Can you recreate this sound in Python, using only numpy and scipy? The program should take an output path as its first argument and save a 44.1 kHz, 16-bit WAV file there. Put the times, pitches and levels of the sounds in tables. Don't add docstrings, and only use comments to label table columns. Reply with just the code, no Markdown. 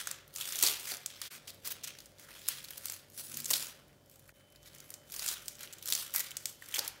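import sys
import numpy as np
from scipy import signal
from scipy.fft import rfft, irfft, next_fast_len
from scipy.io import wavfile
from scipy.ndimage import uniform_filter1d, map_coordinates

SR = 44100
rng = np.random.default_rng(int(sys.argv[2]) if len(sys.argv) > 2 else 0)


def int16_out(signal):
    q = np.round(np.clip(np.atleast_2d(signal).T, -1, 1) * 32767)
    wavfile.write(sys.argv[1], SR, q.astype(np.int16))


def elevation(decibels):
    levels = np.asarray(decibels, float)
    return 10 ** (levels / 20)


N = 308700


def unit(x):
    return x / np.sqrt(np.mean(x ** 2) + 1e-20)


def along(points, hz):
    f, v = np.transpose(points)
    return np.interp(np.log(hz + 1), np.log(f + 1), v)


def curves(rows, outside_db=None):
    s, *columns = np.transpose(rows)
    t = np.arange(N) / SR
    return [np.interp(t, s, column, outside_db, outside_db) for column in columns]


def wobble(rate):
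    knots = rng.standard_normal(int(N / SR * 400) + 4)
    return map_coordinates(knots, [np.arange(N) * min(rate, 400) / SR])


def coloured(x, spectrum):
    m = next_fast_len(N + 8192)
    gain = elevation(along(spectrum, np.fft.rfftfreq(m, 1 / SR)))
    return unit(irfft(rfft(x, m) * gain, m)[:N])


def placed(s, shapes):
    at = np.clip(np.round(s * SR).astype(int) + np.arange(shapes.shape[1]), 0, N)
    return np.bincount(at.ravel(), shapes.ravel(), N + 1)[:N]


def resonance(hz, centre, width):
    return 1j * hz * width / (centre ** 2 - hz ** 2 + 1j * hz * width)


def refrigerator():
    # hz, level_db (rms), unsteadiness_db
    motor_tones = [(53.9, -80, 6), (96.7, -73.5, 3), (141.6, -74, 2.5), (296.4, -82, 2.5), (541, -75, 3),
                   (590.4, -76, 2.5)]
    # time_s, level_db
    whine = [(0, -82), (4.32, -82), (4.33, -73.5), (7, -73.5)]
    # time_s, tone_db, rattle_db
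    surge = [
        (3.1, -95, -77),
        (3.374, -51, -57),
        (3.7, -70, -75),
    ]
    # hz, level_db
    rattle = [(150, -36), (210, -3), (240, 5.5), (283, -7), (340, -2), (450, -23)]
    # hz, density_db (per Hz)
    room_tone = [(22, -45), (38, -14), (88, -8), (149, -4.5), (241, -8), (287, -9.5), (343, -8), (583, -11),
                 (679, -12), (2730, -37), (2940, -47), (3250, -24.5), (16000, -32.5)]
    t = np.arange(N) / SR

    def tone(hz, drift=0.7):
        return np.sqrt(2) * np.sin(2 * np.pi * hz * t + drift * wobble(6))

    hum = sum(elevation(db + shake_db * wobble(9)) * tone(hz) for hz, db, shake_db in motor_tones)
    hum += elevation(curves(whine)[0] + 0.8 * wobble(9)) * tone(3047, drift=0.3)
    room_tone_db = -64.5
    air = elevation(room_tone_db - 1.5 + 1.2 * wobble(2.61)) * coloured(rng.standard_normal(N), room_tone)
    tone_db, rattle_db = curves(surge, outside_db=-120)
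    surge_tone = elevation(tone_db - 7.5 + 2.1 * wobble(20)) * tone(145)
    surge_rattle = elevation(rattle_db - 0.5) * coloured(rng.standard_normal(N), rattle)
    return hum + air + surge_tone + surge_rattle


def kitchen(x):
    # hz, t60_s
    decay_times = [(300, 0.33), (1400, 0.83), (3500, 0.54), (9000, 0.25), (16000, 0.11)]
    wet, step = np.zeros(N + SR), SR // 4
    for start in range(0, N, step):
        hz, t, z = signal.stft(rng.standard_normal(SR // 2), SR, nperseg=256)
        decay = elevation(-60 * t / along(decay_times, hz)[:, None])
        tail = signal.istft(z * decay, SR, nperseg=256)[1]
        piece = signal.fftconvolve(x[start:start + step], tail / np.linalg.norm(tail))
        wet[start + 300:][:len(piece)] += piece
    return wet[:N]


def near_surfaces(x):
    # delay_s, level_db
    reflections = [
        (.0026, -18),
        (0.0123, -35.5),
        (0.02, -40),
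    ]
    return x + sum(elevation(db) * np.pad(x, (round(s * SR), 0))[:N] for s, db in reflections)


def thumps():
    # time_s, peak_db, ring_hz
    pushes = [
        (0.633, -38, 415),
        (0.678, -51, 199),
        (0.917, -47.5, 364),
        (2.756, -64, 223),
        (3.508, -45, 305),
        (5.219, -52, 420),
        (5.92, -58, 890),
        (6.781, -42, 960),
    ]
    s, db, ring_hz = np.transpose(pushes)[:, :, None]
    t = np.arange(SR // 10) / SR
    dull = signal.butter(2, [250, 1100], "band", fs=SR, output="sos")
    puff = unit(signal.sosfilt(dull, rng.standard_normal((len(s), len(t)))))
    ring = elevation(3 - 60 * t / 0.022) * np.sin(2 * np.pi * ring_hz * t)
    body = ring + elevation(-60 * t / 0.08) * puff
    return placed(s, elevation(db) * (1 - np.exp(-t / 0.0014)) * body)


def stroke(s, length_s, db, fall):
    onset_db_per_s, swell_db_per_s, rest_db = 269, 39, -77
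    t = np.arange(0, N / SR + 0.002, 0.002)
    late = t - s - length_s
    onset_db = -onset_db_per_s * np.maximum(s - t, 0)
    swell_db = swell_db_per_s * np.minimum(late, 0)
    shape_db = db + onset_db + swell_db - fall * np.maximum(late, 0)
    gain = np.sqrt((elevation(shape_db) ** 2).sum(axis=0) + elevation(rest_db) ** 2)
    return np.interp(np.arange(N) / SR, t, gain)


def pulls():
    # start_s, length_s, final_db, grip_db (thick skin over thin)
    skin_pulls = [(0, 0.0063, -46.5, 0), (0.073, 0.037, -53, 5), (0.387, 0.31, -35, -2.5),
                  (0.798, 0.11, -42.5, -4.5), (1.067, 0.19, -56, 7), (1.318, 0.038, -60, 3),
                  (1.485, 0.03, -66, 2), (1.677, 0.03, -51.5, 2.5), (1.855, 0.033, -58, 7.5),
                  (1.973, 0.074, -61.5, -2), (2.194, 0.37, -50.5, 1.5), (2.618, 0.15, -53, -1.5),
                  (2.838, 0.093, -48, -3.5), (3.172, 0.073, -45.5, -14), (3.303, 0.089, -45.5, -5),
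                  (3.49, 0.087, -38, -10), (3.604, 0.029, -42.5, -5), (4.113, 0.017, -64, -5),
                  (4.174, 0.17, -66, -3), (4.63, 0.15, -63.5, 2.8), (4.85, 0.1, -60, -14),
                  (5.141, .16, -40.5, -4), (5.447, 0.056, -54, -6), (5.602, 0.041, -55.5, 5),
                  (5.706, 0.11, -64, 5), (5.869, 0.13, -40.5, -7), (6.137, 0.12, -49.5, -0.5),
                  (6.393, 0.11, -54.5, -10.5), (6.615, 0.24, -50, -0.5)]
    # start_s, length_s, final_db
    finger_slides = [
        (0.087, .04, -67),
        (1.025, 0.26, -69),
        (2.186, 0.13, -60),
        (4.626, .33, -64.5),
        (5.35, 0.068, -73),
        (6.14, 0.086, -66),
        (6.3, 0.07, -62),
        (6.68, 0.15, -52),
    ]
    fall_rates = [187, 138, 111]
    s, length_s, db, grip_db = np.transpose(skin_pulls)[:, :, None]
    rub_db = -7 + 0.99 * grip_db
    shares_db = [0, grip_db, rub_db]
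    thin, thick, rub = [stroke(s, length_s, db + share_db, fall)
                        for share_db, fall in zip(shares_db, fall_rates)]
    slide = stroke(*np.transpose(finger_slides)[:, :, None], fall_rates[-1])
    return thin, thick, np.hypot(rub, slide)


def cracks(rate, spread_db, life_s):
    chance, size = rng.random((2, N))
    starts = (chance < rate / SR) * elevation(-spread_db * np.log(size + 0.064))
    return signal.lfilter([1], [1, -np.exp(-1 / (life_s * SR))], starts)


def patchy(x, depth_db):
    z = signal.stft(x, nperseg=256)[2]
    field = uniform_filter1d(rng.standard_normal(z.shape), size=4, axis=0)
    field = uniform_filter1d(field, size=16, axis=1)
    return signal.istft(z * elevation(depth_db * unit(field)), nperseg=256)[1][:N]


def rustle():
    # hz, level_db
    thin_spectrum = [(2500, -14), (5000, -3), (7000, -2), (10000, -1), (15500, -2.5)]
    thick_spectrum = [(1200, -43.5), (2400, -3.5), (3400, 1), (4400, -4), (6000, -6), (9000, -21)]
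    rub_spectrum = [(150, -43), (350, -5.5), (800, -12), (1400, 1.5), (2200, -0.5), (3200, -10.5),
                    (5000, -37)]
    thin, thick, rub = pulls()
    clumps = elevation(1.6 * wobble(30))
    swarm = unit(cracks(rate=300, spread_db=4.5, life_s=0.0016)) * clumps

    def layer(spectrum, smooth):
        noise = (swarm + smooth) * rng.standard_normal(N)
        return coloured(patchy(noise, depth_db=2.4), spectrum)

    return (thin * elevation(1.5) * layer(thin_spectrum, smooth=1.0)
            + thick * elevation(-2.5) * layer(thick_spectrum, smooth=0.74)
            + rub * elevation(-2.0) * layer(rub_spectrum, smooth=0.89))


def tears():
    # start_s, length_s, level_db, ring_hz
    loose_tears = [(0.41, .0088, -31, 6400), (.628, 0.06, -26, 4250), (1.218, 0.065, -41.5, 3470),
                   (1.475, 0.028, -41, 4800), (1.653, .033, -33.5, 15100), (1.706, 0.021, -31, 14400),
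                   (1.836, .018, -35.5, 6300), (1.874, 0.011, -33.5, 6100), (2.773, 0.0071, -37.5, 14700),
                   (3.189, 0.026, -40, 10800), (3.504, 0.015, -25.5, 12700), (3.536, 0.037, -33, 4930),
                   (5.27, 0.061, -36.5, 7600), (5.732, 0.0085, -39, 7700), (5.868, 0.0069, -42, 6450),
                   (5.93, 0.066, -40.5, 5000), (6.458, 0.042, -44, 7300), (6.749, 0.028, -32.5, 3400),
                   (6.783, 0.0088, -27.5, 5800)]
    # start_s, length_s, level_db, ring_hz
    clinging_tears = [
        (0.0, 0.015, -37.5, 3480),
        (0.872, 0.046, -35, 6200),
        (1.307, 0.064, -44, 1540),
        (1.647, 0.019, -44, 5000),
        (2.189, 0.064, -53, 5960),
        (2.483, .061, -40.5, 4130),
        (4.658, 0.03, -49.5, 3980),
        (5.606, 0.056, -48.5, 3980),
        (6.144, 0.045, -30, 12300),
        (6.199, 0.012, -26, 12800),
    ]
    s, length_s, db, ring_hz = np.transpose(loose_tears + clinging_tears)[:, :, None]
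    low_db = np.repeat([-20.5, 5.5], [len(loose_tears), len(clinging_tears)])[:, None]
    length = 4096
    t, hz = np.arange(length) / SR, np.fft.rfftfreq(length, 1 / SR)
    noise, fibres = rng.standard_normal((len(s), 2, length)).transpose(1, 0, 2)
    lumps = elevation(1.7 * unit(uniform_filter1d(fibres, size=60, axis=1)))
    gate = np.clip(np.minimum(t / 0.0021, (length_s + 0.0041 - t) / 0.0055), 0, 1)
    colour = (resonance(hz, ring_hz, 0.21 * ring_hz) + elevation(-2.5) * resonance(hz, 6330, 14600)
              + elevation(low_db - 8) * resonance(hz, 2200, 1200) ** 2)
    crackle = irfft(rfft(noise * lumps) * colour, length)
    crackle /= crackle.std(axis=1, keepdims=True)
    return placed(s - 0.002, elevation(db - 5.5) * gate * crackle)


def buckles():
    # time_s, peak_db
    loose_small = [(.2783, -36), (.3396, -31.5), (.3527, -27), (.4066, -34), (.6259, -0.5), (.8326, -40),
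                   (1.5446, -39), (1.7074, -52), (2.7786, -23), (2.8434, -33), (2.856, -18), (3.1, -37.5),
                   (3.3708, -16), (3.402, -21.5), (3.4818, -23), (3.5042, -11.5), (3.567, -19),
                   (5.1077, -33.5), (5.1208, -22.5), (5.6075, -27), (5.8258, -26), (5.8841, -18.5),
                   (5.9017, -13), (5.9083, -23), (5.9121, -25), (6.139, -15), (6.1606, -6), (6.8778, -14.5)]
    loose_medium = [(.3606, -19), (.5883, -16.5), (.6105, -22), (.636, -4), (.6502, -11), (.6723, -9.5),
                    (.969, -27), (1.8415, -22), (3.3427, -23), (3.4442, -19.5), (3.4566, -16.5),
                    (3.46, -20), (4.8028, -33), (4.94, -23.5), (5.2224, -24), (5.2625, -25), (5.2793, -15),
                    (5.4575, -32), (5.4816, -16.5), (5.5529, -34.5), (5.7263, -28.5), (5.7839, -36),
                    (5.9337, -14), (5.951, -13.5), (6.1056, -33.5), (6.3077, -25.5), (6.3685, -14.5),
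                    (6.4562, -13), (6.7455, -15), (6.853, -35)]
    loose_large = [(.6641, -8), (1.5033, -27.5), (2.8836, -24.5), (3.5339, -7.5), (3.5378, -8),
                   (4.5592, -39.5), (5.9235, -6.5)]
    loose_wide = [(.4112, -18.5), (.4219, -22), (.446, -39), (.685, -10), (1.4784, -30), (6.01, -28),
                  (6.3154, -24.5), (6.724, -26), (6.741, -16.5), (6.7583, -16), (6.7665, -17)]
    # time_s, peak_db
    clinging_small = [(1.6601, -34), (1.6736, -18.5), (2.1967, -33), (2.4857, -5.5), (2.641, -29),
                      (2.7065, -21), (2.9213, -17), (3.881, -45), (4.06, -46), (4.097, -39), (4.113, -42),
                      (4.1575, -41), (4.1944, -39), (4.2776, -43), (4.398, -52), (4.502, -47), (4.523, -43),
                      (4.7485, -32), (4.9039, -23.5), (5.569, -40), (5.3372, -26), (5.8573, -18.5),
                      (6.181, -16), (6.1942, -14.5), (6.687, -24.5)]
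    clinging_medium = [(.3726, -25), (.4889, -26), (.5233, -22), (.5568, -16), (1.0605, -16), (1.8753, -27),
                       (2.058, -34.5), (2.4795, -22), (2.8981, -18), (2.939, -30), (3.5094, -8),
                       (3.6686, -25.5), (4.7834, -34.5), (5.0996, -37), (5.14, -25), (5.1635, -21),
                       (5.2869, -12), (5.4218, -36), (5.8751, -19), (6.204, -16), (6.659, -33),
                       (6.7124, -29)]
    clinging_large = [(.9186, -16.5), (1.2161, -18.5), (1.4853, -43), (1.6476, -31), (1.9869, -30),
                      (2.0035, -31), (2.184, -40), (2.646, -28), (2.6848, -28), (4.6844, -39),
                      (4.7776, -50), (5.1939, -16), (5.5922, -34), (6.7911, -11)]
    # time_s, peak_db
    pried = [
        (.072, -17),
        (.1125, -17.5),
        (1.6826, -29),
        (4.6297, -41),
        (5.6315, -25),
        (6.1488, -16),
        (6.1606, -23),
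        (6.8482, -21.5),
    ]
    # time_s, peak_db
    bites = [
        (1.3594, -49),
        (4.2916, -40),
        (6.622, -32.5),
        (6.7331, -36.5),
        (6.7815, -37),
    ]
    small_hz, medium_hz, large_hz, wide_hz, knife_hz = 12060, 7100, 4680, 3400, 1760
    loose_db, clinging_db, pried_db = -35, -5.5, 5.5
    kinds = [(loose_small, small_hz, loose_db), (loose_medium, medium_hz, loose_db),
             (loose_large, large_hz, loose_db), (loose_wide, wide_hz, loose_db),
             (clinging_small, small_hz, clinging_db), (clinging_medium, medium_hz, clinging_db),
             (clinging_large, large_hz, clinging_db), (pried, medium_hz, pried_db),
             (bites, knife_hz, loose_db)]
    events = [(*row, hz, low_db) for rows, hz, low_db in kinds for row in rows]
    s, db, ring_hz, low_db = np.transpose(events)[:, :, None]
    size, hold = rng.standard_normal((len(s), 2, 1)).transpose(1, 0, 2)
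    return s, db, ring_hz * np.exp(0.05 * size), low_db + 3 * hold


def snaps():
    s, db, ring_hz, low_db = buckles()
    octaves = np.log2(ring_hz / 6000)
    length = 1024
    t, hz = np.arange(length) / SR, np.fft.rfftfreq(length, 1 / SR)
    patch = resonance(hz, ring_hz, 0.52 * ring_hz) ** 2
    sheet = elevation(2.0 + 11 * np.minimum(octaves, 0)) * resonance(hz, 6770, 5600)
    bulb = elevation(low_db - 3.0) * resonance(hz, 1730, 2200) ** 2
    edge = elevation(-7 + 7.5 * octaves) * resonance(hz, 15200, 13000)
    colour = patch + sheet + bulb + edge
    noise, splinter = rng.standard_normal((len(s), 2, length)).transpose(1, 0, 2)
    lumps = elevation(1.68 * unit(uniform_filter1d(splinter, size=24, axis=1)))
    decay = elevation(-60 * t / 0.0018) + elevation(0.5 - 60 * t / 0.016) * lumps
    burst = noise * (1 - np.exp(-t / 0.0007)) * decay
    burst[:, round(0.0004 * SR)] += elevation(11.5) * np.sign(noise[:, 0])
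    shape = irfft(rfft(burst) * colour, length)
    shape *= elevation(db - 1.22) / np.abs(shape).max(axis=1, keepdims=True)
    push = irfft(colour, length)
    push *= np.linalg.norm(shape, axis=1, keepdims=True) / np.linalg.norm(push, axis=1, keepdims=True)
    return placed(s, shape), placed(s, push)


def scene():
    background = refrigerator()
    bulb = thumps()
    skin = rustle() + tears()
    hits, push = snaps()
    room = kitchen(elevation(-12.5) * push + elevation(-12.5) * skin + elevation(-4.0) * bulb)
    return (near_surfaces(hits) + skin + bulb + room + background)[None]


def top_cut(x):
    return signal.sosfilt(signal.butter(12, 16860, fs=SR, output="sos"), x)


def record(dry):
    # time_s, fade_out_s, fade_in_s, depth_db
    changes = [
        (1.298, 0.03, 0.015, -59),
        (4.327, 0.023, 0.038, -17),
    ]
    t = np.arange(N) / SR
    for s, fall, rise, depth_db in changes:
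        times = [s - fall, s - 0.002, s + 0.002, s + rise]
        dry = dry * np.interp(t, times, [1, elevation(depth_db), elevation(depth_db), 1])
    dry = dry + elevation(-52) * np.exp(-((t - 4.3253) / 0.0004) ** 4)
    dry = signal.sosfilt(signal.butter(4, 38, "high", fs=SR, output="sos"), dry)
    dry = dry / (1 + np.abs(dry / 0.4) ** 3) ** (1 / 3)
    mix = signal.sosfiltfilt(signal.ellip(9, 0.2, 26, 15760, fs=SR, output="sos"), dry)
    return top_cut(mix)


dry = scene()
out = record(dry)
int16_out(out)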